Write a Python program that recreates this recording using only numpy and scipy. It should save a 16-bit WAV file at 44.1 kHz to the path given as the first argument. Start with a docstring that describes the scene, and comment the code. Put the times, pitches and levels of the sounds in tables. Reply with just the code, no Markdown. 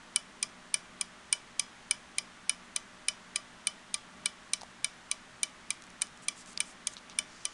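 """Miniature cuckoo clock, close up

A small wooden clock ticks on the wall of a quiet room, over a murmur of ventilation. A tooth of the
escape wheel slides along one pallet and the wheel drops on the other: tick and tock ring the same brass
movement and case. Later, fingers shift on a hand-held camera, and its body clicks, creaks and rubs."""
import sys
import numpy as np
from scipy import signal
from scipy.fft import rfft, irfft, next_fast_len
from scipy.io import wavfile
from scipy.ndimage import uniform_filter1d

SR = 44100
rng = np.random.default_rng(int(sys.argv[2]) if len(sys.argv) > 2 else 0)


def generate_wav(signal):
    """Clip the signal to [-1, 1] and save it as 16-bit WAV at the path in sys.argv[1]."""
    frames = np.transpose(np.atleast_2d(signal))
    scaled = np.clip(frames, -1, 1) * 32767
    pcm = np.round(scaled).astype(np.int16)
    wavfile.write(sys.argv[1], SR, pcm)


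N = 332073


def amp(db):
    """Decibels to gain."""
    return 10 ** (np.asarray(db) / 20)


def unit(x):
    """Scales to rms 1."""
    return x / np.sqrt(np.mean(x ** 2) + 1e-20)


def curve_at(points, hz):
    """Reads rows of (frequency, value) on a log-frequency axis."""
    freqs, values = np.transpose(points)
    return np.interp(np.log(hz + 1), np.log(freqs + 1), values)


def add(mix, start, sound):
    """Mixes a sound in at a start time in seconds."""
    part = mix[max(round(start * SR), 0):][:len(sound)]
    part += sound[:len(part)]


def noise(spectrum, size):
    """Noise of rms 1 with the given spectrum."""
    gain = amp(curve_at(spectrum, np.fft.rfftfreq(size, 1 / SR)))
    return unit(irfft(rfft(rng.standard_normal(size)) * gain, size))


def band(hz, width_hz, size):
    """Noise of rms 1 in one resonance."""
    offset = 2 * (np.fft.rfftfreq(size, 1 / SR) - hz) / width_hz
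    return unit(irfft(rfft(rng.standard_normal(size)) / (1 + offset ** 2), size))


def ring(t, t60, rise):
    """Envelope of a struck part: it swells as the blow spreads, then dies away."""
    return (1 - np.exp(-(t / rise) ** 2)) * amp(-60 * t / t60)


# Tones in the ventilation's hum: (frequency [Hz], width [Hz], level [dB])
VENT_TONES = [(56.7, 0.92, -77.5), (176.7, 2.03, -70.5), (188, 3.06, -67.5), (241.2, 1.62, -67),
              (254.3, 5.4, -74), (287, 4.1, -81.5), (318, 5, -83), (353.5, 4.3, -80), (394, 3.97, -76.5),
              (617.4, 18.5, -70.5), (1164, 64.7, -69)]
def vent_drone(swell_db=1.8, fastest_swell_hz=3):
    """Ventilation hums: each tone wanders in phase, and all swell slowly together."""
    t = np.arange(N) / SR
    rates = np.geomspace(fastest_swell_hz / 10, fastest_swell_hz, 12)
    wobble = unit(sum(np.sin(2 * np.pi * (hz * t + rng.random())) for hz in rates))
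    hum = np.zeros(N)
    for hz, width_hz, db in VENT_TONES:
        wander = np.cumsum(rng.standard_normal(N)) * np.sqrt(2 * np.pi * width_hz / SR)
        hum += amp(db) * np.sqrt(2) * np.sin(2 * np.pi * hz * t + wander)
    return unit(amp(swell_db * wobble)) * hum


# Airy hiss of the room: (frequency [Hz], relative level [dB])
AIR_SPECTRUM = [(180, -16), (300, -4), (440, -7.5), (620, -6), (760, -4), (1300, -2), (2000, -3.5),
                (2350, -7.5), (3200, -8.5), (4700, -14), (6200, -14.5), (10000, -20.5), (11800, -20.5),
                (12600, -41)]
# Low end of the ventilation: (frequency [Hz], relative level [dB])
RUMBLE_SPECTRUM = [(8, 1), (28, 2), (48, -14), (76, -1), (108, -13), (128, 3), (160, -7.5), (210, 2),
                   (280, -7.5), (400, -23), (700, -28)]
def room_tone(air_db=-53.87, rumble_db=-63):
    """A steady bed of ventilation rumble under an even hiss."""
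    return amp(air_db) * noise(AIR_SPECTRUM, N) + amp(rumble_db) * noise(RUMBLE_SPECTRUM, N)


def tooth_slide(length_s=0.0042, swell_db=7):
    """The tooth scrapes over the pallet's face, gathering speed just before it falls."""
    size = round(length_s * SR)
    spectrum = [(1200, -16), (2300, 4), (3000, 14), (5200, 5), (7500, -17), (9200, -24), (12000, -12)]
    swell = amp(swell_db * np.linspace(-.5, .5, size))
    return noise(spectrum, size) * swell * signal.windows.tukey(size, .3)


# Drifting tone of the ticks:
# (frequency [Hz], swing [dB], swing phase [cycles], beat-to-beat scatter [dB])
TICK_COLOUR = [(2384, 0.35, 0.47, 1), (3020, 1.5, 0.43, 1.45), (3300, -1.5, 0.45, 0.5),
               (4010, 4.5, 0.6, 0.5), (5040, 2, 0.25, 1), (6470, 1.9, 0.75, 1.2), (9000, 1, 0.16, 0.5)]
def tick_colour(start, cycle_s=7.4):
    """One beat's EQ curve: the ticks' tone drifts slowly and varies a little from beat to beat."""
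    hz, swing_db, phase, scatter_db = np.transpose(TICK_COLOUR)
    drift_db = swing_db * np.cos(2 * np.pi * (start / cycle_s - phase))
    return np.c_[hz, drift_db + scatter_db * rng.standard_normal(len(hz))]


# Modes of case and movement: (frequency [Hz], t60 [s], relative tick level [dB], relative tock level [dB])
CLOCK_MODES = [(623, 0.048, -50.5, -50.5), (980, 0.032, -43.5, -43.5), (1168, 0.088, -51, -44.5),
               (1386, 0.026, -40.5, -79), (1697, 0.035, -39, -54), (2018, 0.05, -56, -41.5),
               (2290, 0.036, -27.5, -31.5), (2400, 0.027, -27, -26), (3016, 0.065, -31, -36.5),
               (3307, 0.028, -35, -30.5), (3630, 0.036, -36, -39.5), (3940, 0.026, -32, -30.5),
               (4140, 0.021, -39, -32), (4320, 0.049, -42, -47), (4890, 0.037, -39, -31.5),
               (4977, 0.03, -32, -31), (5216, 0.032, -32.5, -34), (5680, 0.028, -32, -32),
               (5775, 0.03, -30.5, -35), (6265, 0.012, -28, -22.5), (6740, 0.014, -33, -40),
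               (7000, 0.015, -40, -33), (7300, 0.018, -39.5, -32.5), (8685, 0.016, -27, -28),
               (9064, 0.014, -14.5, -16.5), (9390, 0.017, -25, -30), (9810, 0.0088, -22, -21),
               (11620, 0.0077, -27, -34)]
# Dense, quickly damped ring of the small parts: (frequency [Hz], relative level [dB])
CLATTER_SPECTRUM = [(300, -33), (1000, -24.5), (2000, -1), (2700, -13.5), (3400, 4.5), (4000, -5.5),
                    (4600, 3), (6500, 3.5), (8200, 1.5), (9300, -9), (10400, 1), (11200, -2.5), (12200, 2)]
def tooth_drop(pallet, colour, rise_cycles=2.4, detune=0.0037, phase_scatter=0.55, noise_rise_s=0.00021):
    """A tooth hits pallet 0 or 1: the metal answers first, the wood later, and loose parts rattle on."""
    t = np.arange(SR // 6) / SR
    hz, t60, tick_db, tock_db = np.transpose(CLOCK_MODES)[:, :, None]
    gain = amp((tick_db, tock_db)[pallet] + curve_at(colour, hz))
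    slip, drift = rng.standard_normal((2, len(hz), 1))  # no two teeth land on quite the same spot
    waves = np.sin(2 * np.pi * hz * (1 + detune * drift) * t + phase_scatter * slip)
    polarity = (-1) ** np.arange(len(hz))[:, None]  # neighbouring modes push the air in opposite senses
    tones = (polarity * gain * ring(t, t60, rise_cycles / hz) * waves).sum(0)
    clatter = amp(-26) * ring(t, t60=0.023, rise=noise_rise_s)
    rattle = amp(-46) * ring(t, t60=0.18, rise=noise_rise_s)
    return tones + (clatter + rattle) * noise(CLATTER_SPECTRUM, len(t))


def rebound(strike, bounce_db=-14, delay_range_s=(0.0015, 0.003)):
    """The wheel recoils and touches the pallet once more, after a slightly different gap each time."""
    delay = round(rng.uniform(*delay_range_s) * SR)
    return strike + amp(bounce_db) * np.r_[np.zeros(delay), strike][:len(strike)]


# Beats of the escapement, tick and tock in turn: (time [s], accent [dB])
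BEAT_CUES = [(0.1598, 2), (0.4276, 0), (0.7413, 2.1), (1.0109, -1), (1.3267, 3), (1.5952, 1.5),
             (1.9099, 1.5), (2.1831, -0.5), (2.4944, 1.5), (2.7618, -0.5), (3.0838, 1), (3.3588, -0.4),
             (3.6702, 0.5), (3.9419, -0.5), (4.2578, 1), (4.5342, 0.2), (4.8442, 0), (5.1136, -0.6),
             (5.4315, 0), (5.7046, -1.5), (6.0185, -0.4), (6.2832, -0.5), (6.6034, 1), (6.8707, -1.8),
             (7.1871, -0.3), (7.4528, -2.5)]
def escapement(tick_gain_db=1.6, tock_gain_db=1.25, slide_db=-49, slide_spread_db=5):
    """Each swing of the pendulum frees a tooth: a tiny scrape runs straight into the drop."""
    out = np.zeros(N)
    for k, (start, accent_db) in enumerate(BEAT_CUES):
        pallet = k % 2
        scrape = amp(slide_db + slide_spread_db * rng.uniform(-0.89, 1)) * tooth_slide()
        add(out, start - len(scrape) / SR, scrape)
        strike = rebound(tooth_drop(pallet, tick_colour(start)))
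        add(out, start, amp(accent_db + (tick_gain_db, tock_gain_db)[pallet]) * strike)
    return out


# The room's reverb tail: (frequency [Hz], level [dB], t60 [s])
REVERB_BANDS = [(500, 3, 0.11), (1220, -4, 0.089), (2330, -19, 0.43), (2950, -20.5, 0.28),
                (3470, -14.5, 0.41), (4300, -25, 0.25), (5440, -12.5, 0.2), (6340, -23.5, 0.31),
                (7600, -24, 0.19), (9000, -27, 0.2), (10500, -28, 0.16)]
def room_reverb(source, predelay_s=0.007, tails=3, sway_hz=0.25):
    """Diffuse reflections, crossfading between several tails as the camera sways."""
    bands, out = np.array(REVERB_BANDS), np.zeros(N)
    for k in range(tails):
        hz, t, spectra = signal.stft(rng.standard_normal(SR // 2), SR, nperseg=256)
        level_db = curve_at(bands[:, [0, 1]], hz)[:, None]
        t60 = curve_at(bands[:, [0, 2]], hz)[:, None]
        energy_trim = np.sqrt(2 * np.log(1000) / (t60 * SR))  # a longer decay adds no energy
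        spectra = spectra * amp(level_db - 60 * t / t60) * energy_trim
        tail = np.r_[np.zeros(round(predelay_s * SR)), signal.istft(spectra, SR, nperseg=256)[1]]
        send = np.cos(2 * np.pi * sway_hz * np.arange(N) / SR + np.pi * k / tails) * np.sqrt(2 / tails)
        out += signal.fftconvolve(source * send, tail)[:N]
    return out


# Clicks of the camera's body: (time [s], ring level [dB], ring pitch [Hz], snap level [dB])
CLICK_CUES = [(4.6120, -34, 5100, -41), (4.6168, -32, 845, -38), (4.6329, -28.5, 765, -39),
              (5.822, -50, 7000, -39.5), (6.0138, -29, 7300, -37), (6.5751, -28, 3080, -32.5),
              (6.576, -15, 4800, -36), (6.9366, -32, 6800, -44), (6.9680, -27, 3900, -44),
              (7.098, -39, 5970, -40)]
def body_clicks(t60_at_1khz=0.0098, damping=0.53, rise_cycles=0.25, snap_t60=0.0098):
    """Plastic clicks under the fingers: a dry snap and one ring, shorter the higher its pitch."""
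    out, t = np.zeros(N), np.arange(SR // 20) / SR
    snap_spectrum = [(400, -11), (2000, 3), (6000, 3), (12000, -4), (15000, -15)]
    for start, ring_db, hz, snap_db in CLICK_CUES:
        t60 = t60_at_1khz * (1000 / hz) ** damping
        body = amp(ring_db) * ring(t, t60, rise_cycles / hz) * np.sin(2 * np.pi * hz * t)
        snap = amp(snap_db - 60 * t / snap_t60) * noise(snap_spectrum, len(t))
        add(out, start, body + snap)
    return out


# Thin, bright creak of plastic: (frequency [Hz], relative level [dB])
CREAK_SPECTRUM = [(400, -15), (2500, -2), (7000, 5), (12000, -3), (15000, -15)]
def grip_creaks(from_s=5.3, until_s=7.15, per_second=5, level_db=-44, t60=0.007):
    """The plastic gives faint snaps at chance moments while the hand shifts its grip."""
    out, t = np.zeros(N), np.arange(SR // 40) / SR
    for start in rng.uniform(from_s, until_s, round(per_second * (until_s - from_s))):
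        add(out, start, amp(level_db - 60 * t / t60) * noise(CREAK_SPECTRUM, len(t)))
    return out


# Brief hisses from the camera's body: (time [s], length [s], level [dB], centre [Hz])
HISS_CUES = [(6.213, .045, -55, 8400), (6.347, 0.097, -53, 7050), (6.451, 0.099, -54, 7150),
             (6.634, 0.11, -55.5, 7700), (6.906, 0.049, -54.5, 7500), (6.967, .025, -51.5, 3940),
             (7.092, 0.046, -55.5, 3900), (7.22, 0.41, -59, 5500)]
def handling_hisses(grain_db=2.0, relative_width=0.86):
    """Soft, grainy handling hisses: finger rubs and the short tails of two clicks."""
    out = np.zeros(N)
    for start, length, db, hz in HISS_CUES:
        size = round(length * SR)
        grain = unit(uniform_filter1d(rng.standard_normal(size), size=50))
        hiss = unit(amp(grain_db * grain) * band(hz, relative_width * hz, size))
        add(out, start, amp(db) * hiss * signal.windows.tukey(size, .6))
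    return out


def scene():
    """Mono mix: the clock and its reverb, dry handling noise and the ventilated room's bed."""
    ticking = escapement()
    clock = ticking + room_reverb(ticking)
    handling = body_clicks() + handling_hisses()
    bed = vent_drone() + room_tone()
    return (clock + handling + bed + grip_creaks())[None]


# Response of the small microphone: (frequency [Hz], gain [dB])
MIC_RESPONSE = [(10, -1.5), (9900, -0.5), (10400, -4.5), (10950, -16), (12150, -21), (12700, -47),
                (13400, -57)]
def record(dry, cutoff_hz=13500):
    """The small microphone rolls off the top end, and a steep low-pass cuts what is left above it."""
    size = next_fast_len(N + 4096)
    response = amp(curve_at(MIC_RESPONSE, np.fft.rfftfreq(size, 1 / SR)))
    coloured = irfft(rfft(dry, size) * response, size)[:, :N]
    lowpass = signal.firwin(511, cutoff_hz, window=("kaiser", 9), fs=SR)
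    return signal.oaconvolve(coloured, lowpass[None], "same")


dry = scene()
out = record(dry)
generate_wav(out)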